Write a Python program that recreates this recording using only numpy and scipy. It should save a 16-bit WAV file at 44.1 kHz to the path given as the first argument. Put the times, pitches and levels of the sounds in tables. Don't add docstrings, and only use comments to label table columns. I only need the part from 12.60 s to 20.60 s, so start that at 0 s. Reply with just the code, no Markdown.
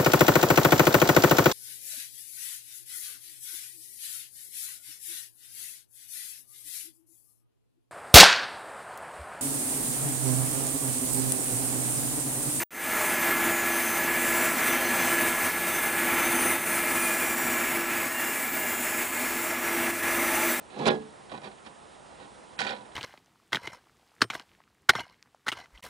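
import sys
import numpy as np
from scipy import signal
from scipy.io import wavfile
from scipy.ndimage import uniform_filter1d, map_coordinates

SR = 44100
rng = np.random.default_rng(int(sys.argv[2]) if len(sys.argv) > 2 else 0)


def level_to_linear(level):
    exponent = np.asarray(level, float) / 20
    return 10 ** exponent


def digitize_waveform(pressure):
    field = np.atleast_2d(pressure).T
    bounded = np.clip(field, -1, 1)
    quanta = np.round(bounded * 32767).astype(np.int16)
    wavfile.write(sys.argv[1], SR, quanta)


N = 352800
T = np.arange(N) / SR
CUT_S, BACK_S, FADE_S = .0345, .1065, .26


def rms_one(x):
    return x / np.sqrt(np.mean(x ** 2) + 1e-20)


def in_time(rows):
    s, *columns = np.transpose(rows)
    return [np.interp(T, s, c) for c in columns]


def bumps(rows, fall_s=None):
    t, out = T[::40], 0
    for s, half, db in rows:
        u = np.where(t < s, (s - t) / (fall_s or half), (t - s) / half)
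        out = out + db * np.cos(np.pi / 2 * np.minimum(u, 1)) ** 2
    return np.interp(T, t, out)


def drift(rate):
    r = np.exp(-80 * np.pi * rate / SR)
    noise = rng.standard_normal(N // 40 + 2002)
    slow = signal.lfilter([1], [1, -2 * r, r * r], noise)[2000:]
    return np.interp(T, np.arange(len(slow)) * 40 / SR, rms_one(slow))


def band(x, low_hz, high_hz, order=2):
    return signal.sosfilt(signal.butter(order, [low_hz, high_hz], "band", fs=SR, output="sos"), x)


def coloured(sources, spectrum, patchy_db, rate):
    hz, db = np.transpose(spectrum)
    edges = np.geomspace(hz[0], hz[-1], round(3 * np.log2(hz[-1] / hz[0])))
    out = 0
    for k, (low, high) in enumerate(zip(edges, edges[1:])):
        level_db = np.interp(np.log(low * high) / 2, np.log(hz), db)
        out = out + level_to_linear(level_db + patchy_db * drift(rate)) * band(sources[k % 2], low, high)
    return rms_one(out)


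def tone(hz, db, wobble_hz, flutter_db):
    phase = 2 * np.pi * np.cumsum(hz + wobble_hz * drift(28.7)) / SR
    return np.sqrt(2) * level_to_linear(db + flutter_db * drift(26)) * np.sin(phase)


# (time [s], loudness [dB], chip hiss against it [dB])
LOAD = [(.35, -27, -8), (.85, -23.5, -11), (1.2, -27, -7.5), (1.45, -26.5, -9.5), (1.8, -24.5, -8.5),
        (2.3, -24.5, -9), (2.85, -25.5, -8.5), (3.1, -28, -7.5), (3.5, -24.5, -11), (3.95, -24.5, -9.5),
        (4.3, -26, -8), (5.1, -27, -10), (5.7, -30, -7.5), (6.4, -28, -7.5), (6.85, -29.5, -8),
        (7.25, -27, -10.5), (7.8, -25, -8.5), (8, -27.5, -6.5)]
# (deepest time [s], recovery [s], level [dB])
DUCKS = [(.59, 0.046, -2), (.77, 0.1, -2), (.94, 0.25, -2), (1.93, 0.14, -2), (2.2, 0.18, -2),
         (2.75, 0.071, -2.5), (2.84, .05, 1), (3.0, 0.14, 2), (3.33, .06, -2.5), (3.99, 0.44, -1.5),
         (4.22, 0.23, -1), (4.58, 0.039, -1.5), (4.77, .08, -2), (5.25, 0.069, -2), (5.5, 0.059, -2),
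         (5.57, 0.038, -3), (5.6, 0.068, 1.5), (5.79, .03, -0.5), (5.9, 0.066, 0.5), (5.975, .04, 0),
         (6.03, 0.11, -2.5), (6.18, 0.1, -2.5), (6.33, 0.13, -2.5), (6.49, 0.12, -3.5), (6.68, 0.09, -1),
         (6.96, 0.14, -1.5), (7.6, .1, -0.5), (7.98, 0.092, -1.5)]
# (time [s], length [s], level [dB])
DROPS = [
    (2.906, 0.16, -3.5),
    (3.968, 0.094, -3),
    (5.838, 0.095, -3),
    (7.31, 0.12, -5),
    (7.945, .1, -1.5),
]


def loudness_db():
    step_s, steps_db = .01, 0
    for s, length, db in DROPS:
        inside_s = np.minimum(T - s, s + length - T)
        steps_db = steps_db + db * np.clip(inside_s / step_s + .5, 0, 1)
    return in_time(LOAD)[0] + bumps(DUCKS, fall_s=0.069) + steps_db


# (frequency [Hz], density [dB per Hz])
BODY = [(15, -54), (25, -10), (139, -19), (232, -3), (335, 1.5), (536, -3.5), (637, -4.5), (724, -1),
        (1350, 1), (1500, -2.5), (1670, 7), (1820, 3), (2110, 2.5), (4200, -18.5), (5460, -77),
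        (9240, -120)]
# (frequency [Hz], width [Hz], level [dB])
CASTING = [(97, 20, -52.5), (173, 34, -49), (243.3, 22, -39.5), (629, 38, -39), (802.7, 16, -44.5),
           (858.4, 16, -45.5), (1008, 16, -49.5), (1339, 27, -40.5), (1670, 51, -42), (2030, 47, -57),
           (2077, 17, -43), (2134, 26, -41.5), (2283, 77, -40), (2417, 28, -43)]


def roar():
    sound = coloured(rng.standard_normal((2, N)), BODY, patchy_db=0.5, rate=3.6)
    for hz, width, db in CASTING:
        r = np.exp(-np.pi * width / SR)
        poles = [1, -2 * r * np.cos(2 * np.pi * hz / SR), r * r]
        rung = signal.lfilter([1, 0, -1], poles, rng.standard_normal(N))
        sound += level_to_linear(db + 28 + 1.12 * drift(0.97)) * rms_one(rung)
    rumble_db = -3.5 * np.clip(T - 4.2, 0, 1)
    sound += (level_to_linear(rumble_db) - 1) * band(sound, 126, 224)
    return level_to_linear(loudness_db() - 4.0) * sound


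# (time [s], half length [s], level [dB])
BEATS = [(.2, 0.3, -6), (.5, .12, -5), (.84, 0.18, 3), (1.14, 0.12, 2.5), (2.02, 0.12, -13),
         (2.14, 0.083, 4), (2.37, 0.14, -6), (2.54, 0.23, 4.5), (2.85, 0.16, -6), (3.23, .1, -10),
         (3.74, 0.13, 5), (4.05, .2, -1), (4.6, 0.086, -2), (5.2, .1, 3), (5.35, .08, 1),
         (5.52, 0.19, -5.5), (5.68, .08, 3), (5.8, 0.14, -18), (6.1, 0.43, -2.5), (6.47, .06, -11),
         (6.61, 0.1, -20), (6.9, .12, 2), (7.24, 0.27, 4.5), (7.65, 0.25, 3), (7.87, 0.085, 7)]
# (time [s], half length [s], level [dB])
WHISTLE = [(1.1, .2, 1.5), (1.92, .1, -5), (2.3, 0.083, 2), (2.6, 0.18, 2.5), (2.98, 0.14, 1.5),
           (3.2, 0.53, 1.5), (3.8, 0.6, -4), (4.49, 0.13, 2), (4.93, 0.069, 0), (5.68, .12, 2),
           (6.02, 0.15, 4), (6.35, .1, 0), (6.47, .08, -5), (6.68, .12, 1), (6.85, 0.08, -11),
           (7.13, .08, -5), (7.47, .08, 2.5), (7.6, 0.084, -9)]


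def gears():
    mesh_hz = 340.2
    loud = loudness_db()
    first_db = loud - 13 + bumps(BEATS)
    fifth_db = loud + 0.17 * (loud - loud.mean())
    fifth_db = fifth_db - 9.5 - 0.36 * T + bumps(WHISTLE)
    fifth_db = fifth_db - 7 * (T < BACK_S)
    return (tone(mesh_hz, first_db, wobble_hz=.4, flutter_db=1.6)
            + tone(5 * mesh_hz, fifth_db + .5, wobble_hz=.5, flutter_db=.8)
            + tone(4 * mesh_hz, fifth_db - 13.0, wobble_hz=2.63, flutter_db=5.5)
            + tone(3 * mesh_hz, fifth_db - 20, wobble_hz=3, flutter_db=4.0))


# (time [s], slot whine [Hz])
SPEED = [(0.3, 6174), (1.1, 6222), (1.5, 6190), (1.87, 5965), (2.15, 6090), (2.5, 6160), (3.2, 6215),
         (3.85, 6225), (4.2, 6095), (5.4, 5365), (5.85, 5225), (6.4, 5295), (6.7, 5390), (7.3, 5860),
         (7.8, 6072), (7.95, 6080)]
# (time [s], half length [s], level [dB])
BREAKS = [(.35, .15, 1), (.6, .06, 6), (.72, .06, -12), (.92, .17, -2), (1.3, .2, 6.5), (1.5, 0.055, -10),
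          (1.85, .13, -2), (2.1, .07, 5), (2.3, .37, 4), (2.95, .16, -4), (3.15, .12, 8), (3.39, .089, -12),
          (3.55, .08, 2), (3.72, .22, 7.5), (4.0, .08, 3), (4.35, .15, 1), (4.6, .07, -3), (5, .08, -5),
          (5.45, .12, -4), (5.85, .15, -9), (6.05, .15, -7), (6.5, .1, -4), (6.72, .08, -3), (6.85, .1, -2),
          (7.2, .1, 2), (7.65, 0.28, 5), (8, .15, -4)]
# (time [s], half length [s], level [dB])
OCTAVE_SINGS = [(.2, .1, 4), (.72, .15, 9), (1, .25, 6), (1.5, .1, 10), (1.75, .25, 5), (2.3, .2, 1),
                (2.95, .1, 3), (1.95, .08, 4), (2.75, .12, 7), (3.2, .2, 3), (3.45, .15, 6), (7.2, .2, 7),
                (7.6, .15, 3), (7.9, .15, 4)]


def motor():
    hz = uniform_filter1d(in_time(SPEED)[0], size=SR // 6)
    slowed_khz = (hz.max() - hz) / 1000
    breaks_db = bumps(BREAKS)
    whine_db = hiss_level_db() - 13.5 - 6.5 * slowed_khz + breaks_db
    octave_db = whine_db - 9.5 + .2 * breaks_db + bumps(OCTAVE_SINGS) + 3 + drift(2)
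    octave_db = octave_db - np.maximum(5700 - hz, 0) / 40
    stutter_db = (2 + 3 * slowed_khz) * np.minimum(drift(22), .6)
    return (tone(hz, whine_db + .5 + stutter_db, wobble_hz=9, flutter_db=2.5)
            + tone(2 * hz, octave_db, wobble_hz=7, flutter_db=2.5))


# (time [s], level against the loudness [dB])
SQUEAL = [
    (2.3, -27.5),
    (3.3, -16.5),
    (3.55, -23),
    (3.75, -9),
    (4.1, -9),
    (4.25, -14.5),
    (4.5, -9.5),
    (4.66, -16.5),
    (5.1, -24.5),
    (5.401, -23),
]


def squeal():
    db = in_time(SQUEAL)[0]
    hz = 9412 + 2.5 * np.minimum(db.max() - db, 14)
    effort_db = in_time(LOAD)[0]
    db = db + effort_db + 1.5 * (loudness_db() - effort_db)
    on = np.clip(np.minimum(T - SQUEAL[0][0], SQUEAL[-1][0] - T) / 0.41, 0, 1)
    halo = level_to_linear(db - 8) * rms_one(band(rng.standard_normal(N), 9290, 9540))
    return on * (tone(hz, db, wobble_hz=10.5, flutter_db=2.0) + halo)


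# (frequency [Hz], density [dB per Hz])
AIR = [(2700, -17), (3200, -10.5), (3950, -10), (5080, -7.5), (6300, -5.5), (6900, -5.5), (8050, -4.5),
       (9500, -0.5), (12000, -6), (13800, 14), (14600, 0), (15400, 1), (17500, -13)]
# (time [s], repeats [per s])
CHATTER = [(0, 136), (1.75, 138), (2.4, 132), (2.9, 132.5), (3.1, 134.5), (4.4, 134), (5.6, 145),
           (5.8, 145), (6.0, 138), (6.4, 137), (8, 139)]
# (time [s], half length [s], level [dB])
LOCKS = [(.25, .3, 3), (.85, .25, 6), (1.7, .4, 6), (2.6, .3, 7), (3.35, .5, 6.5), (4.1, .6, 4),
         (5.65, .45, 5), (6.4, .4, 6), (8, .5, 3)]
# (time [s], half length [s], level [dB])
HOLDER = [(.95, 0.23, 2), (1.75, 0.36, 5), (3.5, .8, 0.5), (4.8, 1, 5), (5.7, 0.65, 2), (6.45, 0.98, 5),
          (7.85, .2, 3)]
# (time [s], half length [s], level [dB])
DULLS = [
    (2.4, .6, -3),
    (5.4, .3, 0),
    (7.35, 0.78, -3.5),
]


def hiss():
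    per_s, repeat_db = in_time(CHATTER)[0], -9 + bumps(LOCKS)
    passes = np.cumsum(per_s + .2 * drift(4)) / SR
    pattern = rng.standard_normal((2, 106, 400))
    place = [T * 13, passes % 1 * 399]
    looped = np.array([rms_one(map_coordinates(p, place, order=1)) for p in pattern])
    looped = band(looped, 8200, 11400, order=1) + .5 * band(looped, 6800, 14500, order=3)
    source = rng.standard_normal((2, N)) + looped * level_to_linear(repeat_db + 2)
    source = source / np.sqrt(1 + .6 * level_to_linear(2 * repeat_db))
    sound = coloured(source, AIR, patchy_db=0.7, rate=6.0)
    holder_db = bumps(HOLDER)
    ring = (level_to_linear(holder_db) - 1) * band(sound, 6600, 8180, order=2)
    top_air = (level_to_linear(0.44 * holder_db) - 1) * band(sound, 14200, 17000, order=1)
    sound += ring + top_air
    sound += (level_to_linear(-0.35 * holder_db + bumps(DULLS)) - 1) * band(sound, 12100, 14300, order=1)
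    sound += (level_to_linear(2) - 1) * band(sound, 14500, 17000, order=2)
    return level_to_linear(hiss_level_db() + 4.0 + 0.24 * drift(27)) * sound


# (time [s], half length [s], level [dB])
HISS_HOLDS = [
    (5.52, .07, 0.5),
    (5.88, 0.064, 1),
    (7.37, 0.086, 3.5),
]


def hiss_level_db():
    return loudness_db() + in_time(LOAD)[1] + 2.5 * (T < BACK_S) + bumps(HISS_HOLDS)


# (time [s], half length [s], frequency [Hz], level [dB])
FLARES = [(.48, .12, 9500, 4.5), (0.68, .12, 8100, 3), (.65, .35, 12850, 1), (1.26, .12, 9900, 3),
          (1.8, 0.12, 7600, 0.5), (2.37, .2, 7900, 3), (5, .2, 7400, 1.5), (5.1, .15, 10300, 4),
          (6.9, 0.13, 10300, 4.5), (7.75, .2, 10700, 1.5), (7.8, .2, 8000, 0), (7.45, .06, 12750, 2),
          (2.28, 0.22, 550, 6.5), (.45, 0.24, 550, 3), (0.37, 0.16, 1330, 6), (2.75, .2, 1140, 1),
          (.6, 0.17, 2150, -2), (7.6, .3, 2100, 0), (.9, .12, 92, 13), (4.4, 0.098, 160, 8),
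          (6.35, .2, 2450, 4.5), (5.35, .15, 2600, 3.5), (6, .4, 14000, 3), (6.3, .3, 11000, 1),
          (7, .12, 9900, -4), (.75, .2, 250, 0), (3.3, .4, 3050, 2), (7.6, .15, 1500, 2),
          (5.65, .15, 1600, 3), (3.05, .2, 170, 7), (6.9, .1, 10000, -6), (4.2, .2, 580, -3),
          (2.55, .12, 163, 7)]


def flared(sound):
    out = sound.copy()
    for s, half, hz, db in FLARES:
        i = slice(max(round((s - half) * SR), 0), round((s + half) * SR))
        swell = np.cos(np.pi / 2 * (T[i] - s) / half) ** 2
        out[i] += (level_to_linear(db * swell) - 1) * band(sound[i], hz * (1 - .065), hz * (1 + .065), order=1)
    return out


# (time [s], length [s], frequency [Hz], level [dB])
PANELS = [(.29, .15, 2200, -39), (1.77, .18, 2410, -37), (1.95, .55, 3185, -45), (2.05, .13, 3545, -45),
          (2.35, .12, 3400, -46), (2.4, .27, 3010, -44), (2.58, .14, 3755, -48), (2.85, .15, 4270, -54),
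          (3.06, .22, 3510, -47), (3.25, .2, 4285, -53), (3.45, 1.2, 1312, -42), (3.62, .09, 3740, -47),
          (3.68, .12, 3500, -46), (3.87, .18, 3660, -49), (3.95, .45, 4300, -54), (5.46, .24, 1840, -38),
          (5.5, .27, 2795, -41), (5.62, .55, 2315, -42), (5.9, .4, 2785, -45), (6.08, .1, 3280, -47),
          (6.43, .3, 4385, -55), (6.58, .1, 2400, -41), (7.45, .25, 2100, -39), (7.58, .15, 3710, -51),
          (7.68, .16, 862, -36), (7.8, .12, 2120, -36), (7.82, .14, 4380, -51), (7.87, .13, 3780, -48)]
# (time [s], length [s], frequency [Hz], level [dB])
TOOL = [(.29, .23, 6977, -46), (.42, .14, 9520, -45), (.42, .12, 9700, -44), (.74, .41, 6972, -40),
        (.76, .14, 9701, -45), (.79, .17, 13500, -45), (1.12, .1, 10300, -42), (1.2, .15, 9750, -47),
        (1.23, .29, 6972, -45), (1.51, .14, 11077, -44), (1.54, .28, 10425, -44), (1.6, .21, 10005, -45),
        (1.64, .16, 10884, -43), (2.45, .2, 7518, -44), (2.51, .32, 8274, -44), (2.61, .17, 6976, -47),
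        (2.88, .2, 8674, -46), (2.9, .27, 8940, -43), (3.23, .23, 8849, -42), (3.25, .28, 8700, -42),
        (3.35, .27, 6781, -49), (3.43, .21, 13033, -47), (3.43, .2, 9832, -45), (3.51, .13, 11694, -46),
        (4.21, .24, 9749, -44), (4.56, .5, 7877, -47), (4.4, .3, 7250, -47), (4.69, .25, 7260, -43),
        (5.05, .2, 10331, -47), (5.1, .65, 7855, -48), (5.53, .31, 7240, -46), (5.57, .25, 7082, -46),
        (5.69, .13, 11985, -50), (5.95, .47, 7088, -42), (6.1, .24, 9700, -47), (6.38, .33, 9709, -44),
        (6.47, .18, 8065, -47), (6.51, .15, 7106, -45), (6.76, .16, 7180, -44), (6.86, .13, 7249, -48),
        (7.05, .15, 8150, -48)]


def short_rings():
    out, wobble, flutter = np.zeros(N), drift(25), drift(18)
    for k, (s, length, hz, db) in enumerate([*PANELS, *TOOL]):
        i = slice(round(s * SR), round((s + length) * SR))
        u = (T[i] - s) / length
        sag = .02 * (k < len(PANELS)) * u * length
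        depth = .004 if hz < 3000 else .0015
        glide = hz * (1 - sag + depth * np.roll(wobble, 9000 * k)[i])
        flutter_db = 2.5 * np.roll(flutter, 9000 * k)[i]
        swell = np.sin(np.pi * np.clip(u, 0, 1)) ** .7 * level_to_linear(db - 2.5 + flutter_db)
        out[i] += np.sqrt(2) * swell * np.sin(2 * np.pi * np.cumsum(glide) / SR)
    return out


# (time [s], length [s], start [Hz], end [Hz], level [dB])
SLIDES = [(2.14, .42, 4310, 4141, -47), (4.12, .3, 2365, 2361, -38), (4.36, .22, 2430, 2426, -32),
          (4.52, .24, 2425, 2366, -37), (4.74, .5, 2370, 2271, -39), (4.95, .2, 6820, 6791, -48),
          (5.25, .42, 6860, 6641, -47), (6.05, .5, 6640, 6721, -48), (6.52, .25, 6720, 6761, -49),
          (3.4, .5, 3070, 3041, -47), (.42, .55, 3230, 3151, -48), (1.0, .3, 3190, 3181, -50),
          (6.1, .75, 3190, 3151, -53), (2.85, .5, 3745, 3726, -50), (7.1, .25, 2700, 2731, -46),
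          (4.9, .4, 2760, 2751, -48), (1.5, .5, 1005, 1004, -43), (2.22, .7, 1003, 1004, -41),
          (1.9, .75, 803, 801, -42), (3.4, .5, 858, 856, -43), (1.93, .55, 250, 246, -38),
          (3.6, .35, 245, 253, -38), (5.7, 1, 238, 249, -44), (4.65, .4, 243, 236, -40),
          (.3, .6, 12800, 12880, -45), (.55, .35, 12950, 12720, -46), (.28, .15, 13300, 13290, -46),
          (4.1, .3, 2090, 2140, -39), (2.5, .45, 3150, 3170, -49), (.3, .35, 600, 610, -41),
          (.3, .2, 1250, 1270, -41)]


def slides():
    out, wobble, flutter = np.zeros(N), drift(30), drift(24)
    for k, (s, length, start_hz, end_hz, db) in enumerate(SLIDES):
        i = slice(round(s * SR), round((s + length) * SR))
        u = np.clip((T[i] - s) / length, 0, 1)
        depth = .005 if start_hz < 3000 else .002
        glide = start_hz + (end_hz - start_hz) * u
        glide = glide * (1 + depth * np.roll(wobble, 11000 * k)[i])
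        flutter_db = 2.5 * np.roll(flutter, 11000 * k)[i]
        swell = np.sin(np.pi * u) ** .5 * level_to_linear(db - 3 + flutter_db)
        out[i] += np.sqrt(2) * swell * np.sin(2 * np.pi * np.cumsum(glide) / SR)
    return out


def scene():
    noise = flared(roar() + hiss())
    machine = noise + gears() + motor() + squeal() + short_rings()
    mono = machine * level_to_linear(0.47 * drift(27.0)) + slides()
    return np.array([mono, mono])


def band_limit(x):
    return signal.sosfilt(signal.butter(12, 16810, fs=SR, output="sos"), x)


# (time [s], length [s], low [Hz], high [Hz])
BLOTS = [(0.573, 0.038, 8180, 9730), (0.808, 0.041, 13010, 15250), (1.226, 0.041, 10940, 12490),
         (1.353, 0.064, 6200, 7670), (1.944, 0.041, 7490, 9040), (1.99, 0.038, 4130, 5770),
         (1.992, 0.041, 6200, 7670), (2.479, 0.041, 7410, 9130), (2.968, 0.032, 5600, 6980),
         (3.222, 0.041, 7490, 9040), (3.242, 0.035, 4220, 5250), (3.919, 0.041, 6200, 8350),
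         (4.684, 0.087, 13700, 15250), (6.03, 0.038, 10940, 12400), (6.032, 0.029, 5170, 6290),
         (6.285, 0.038, 12320, 13870), (7.634, 0.041, 10160, 11800), (7.75, 0.041, 8100, 9730),
         (7.751, 0.038, 6200, 7670)]


def record(dry):
    before = np.where(T < CUT_S, level_to_linear(-1.5), level_to_linear(-38 - 3600 * np.maximum(T - CUT_S, 0)))
    after = np.clip(0.085 + (T - BACK_S) / FADE_S, 0, 1)
    mono = dry[0] * np.where(T < BACK_S, before, after)
    mono = signal.sosfilt(signal.ellip(18, .5, 110, 15490, fs=SR, output="sos"), mono)
    side, white = np.zeros(N), rng.standard_normal(N)
    for s, length, low_hz, high_hz in BLOTS:
        i = slice(round((s - length / 2) * SR), round((s + length / 2) * SR))
        level = level_to_linear(-4.0) * np.std(band(mono[i], low_hz, high_hz, order=4))
        window = signal.windows.tukey(i.stop - i.start, .8)
        side[i] += level * window * rms_one(band(white[i], low_hz, high_hz, order=10))
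    return band_limit(np.array([mono + side, mono - side]))


dry = scene()
out = record(dry)
digitize_waveform(out)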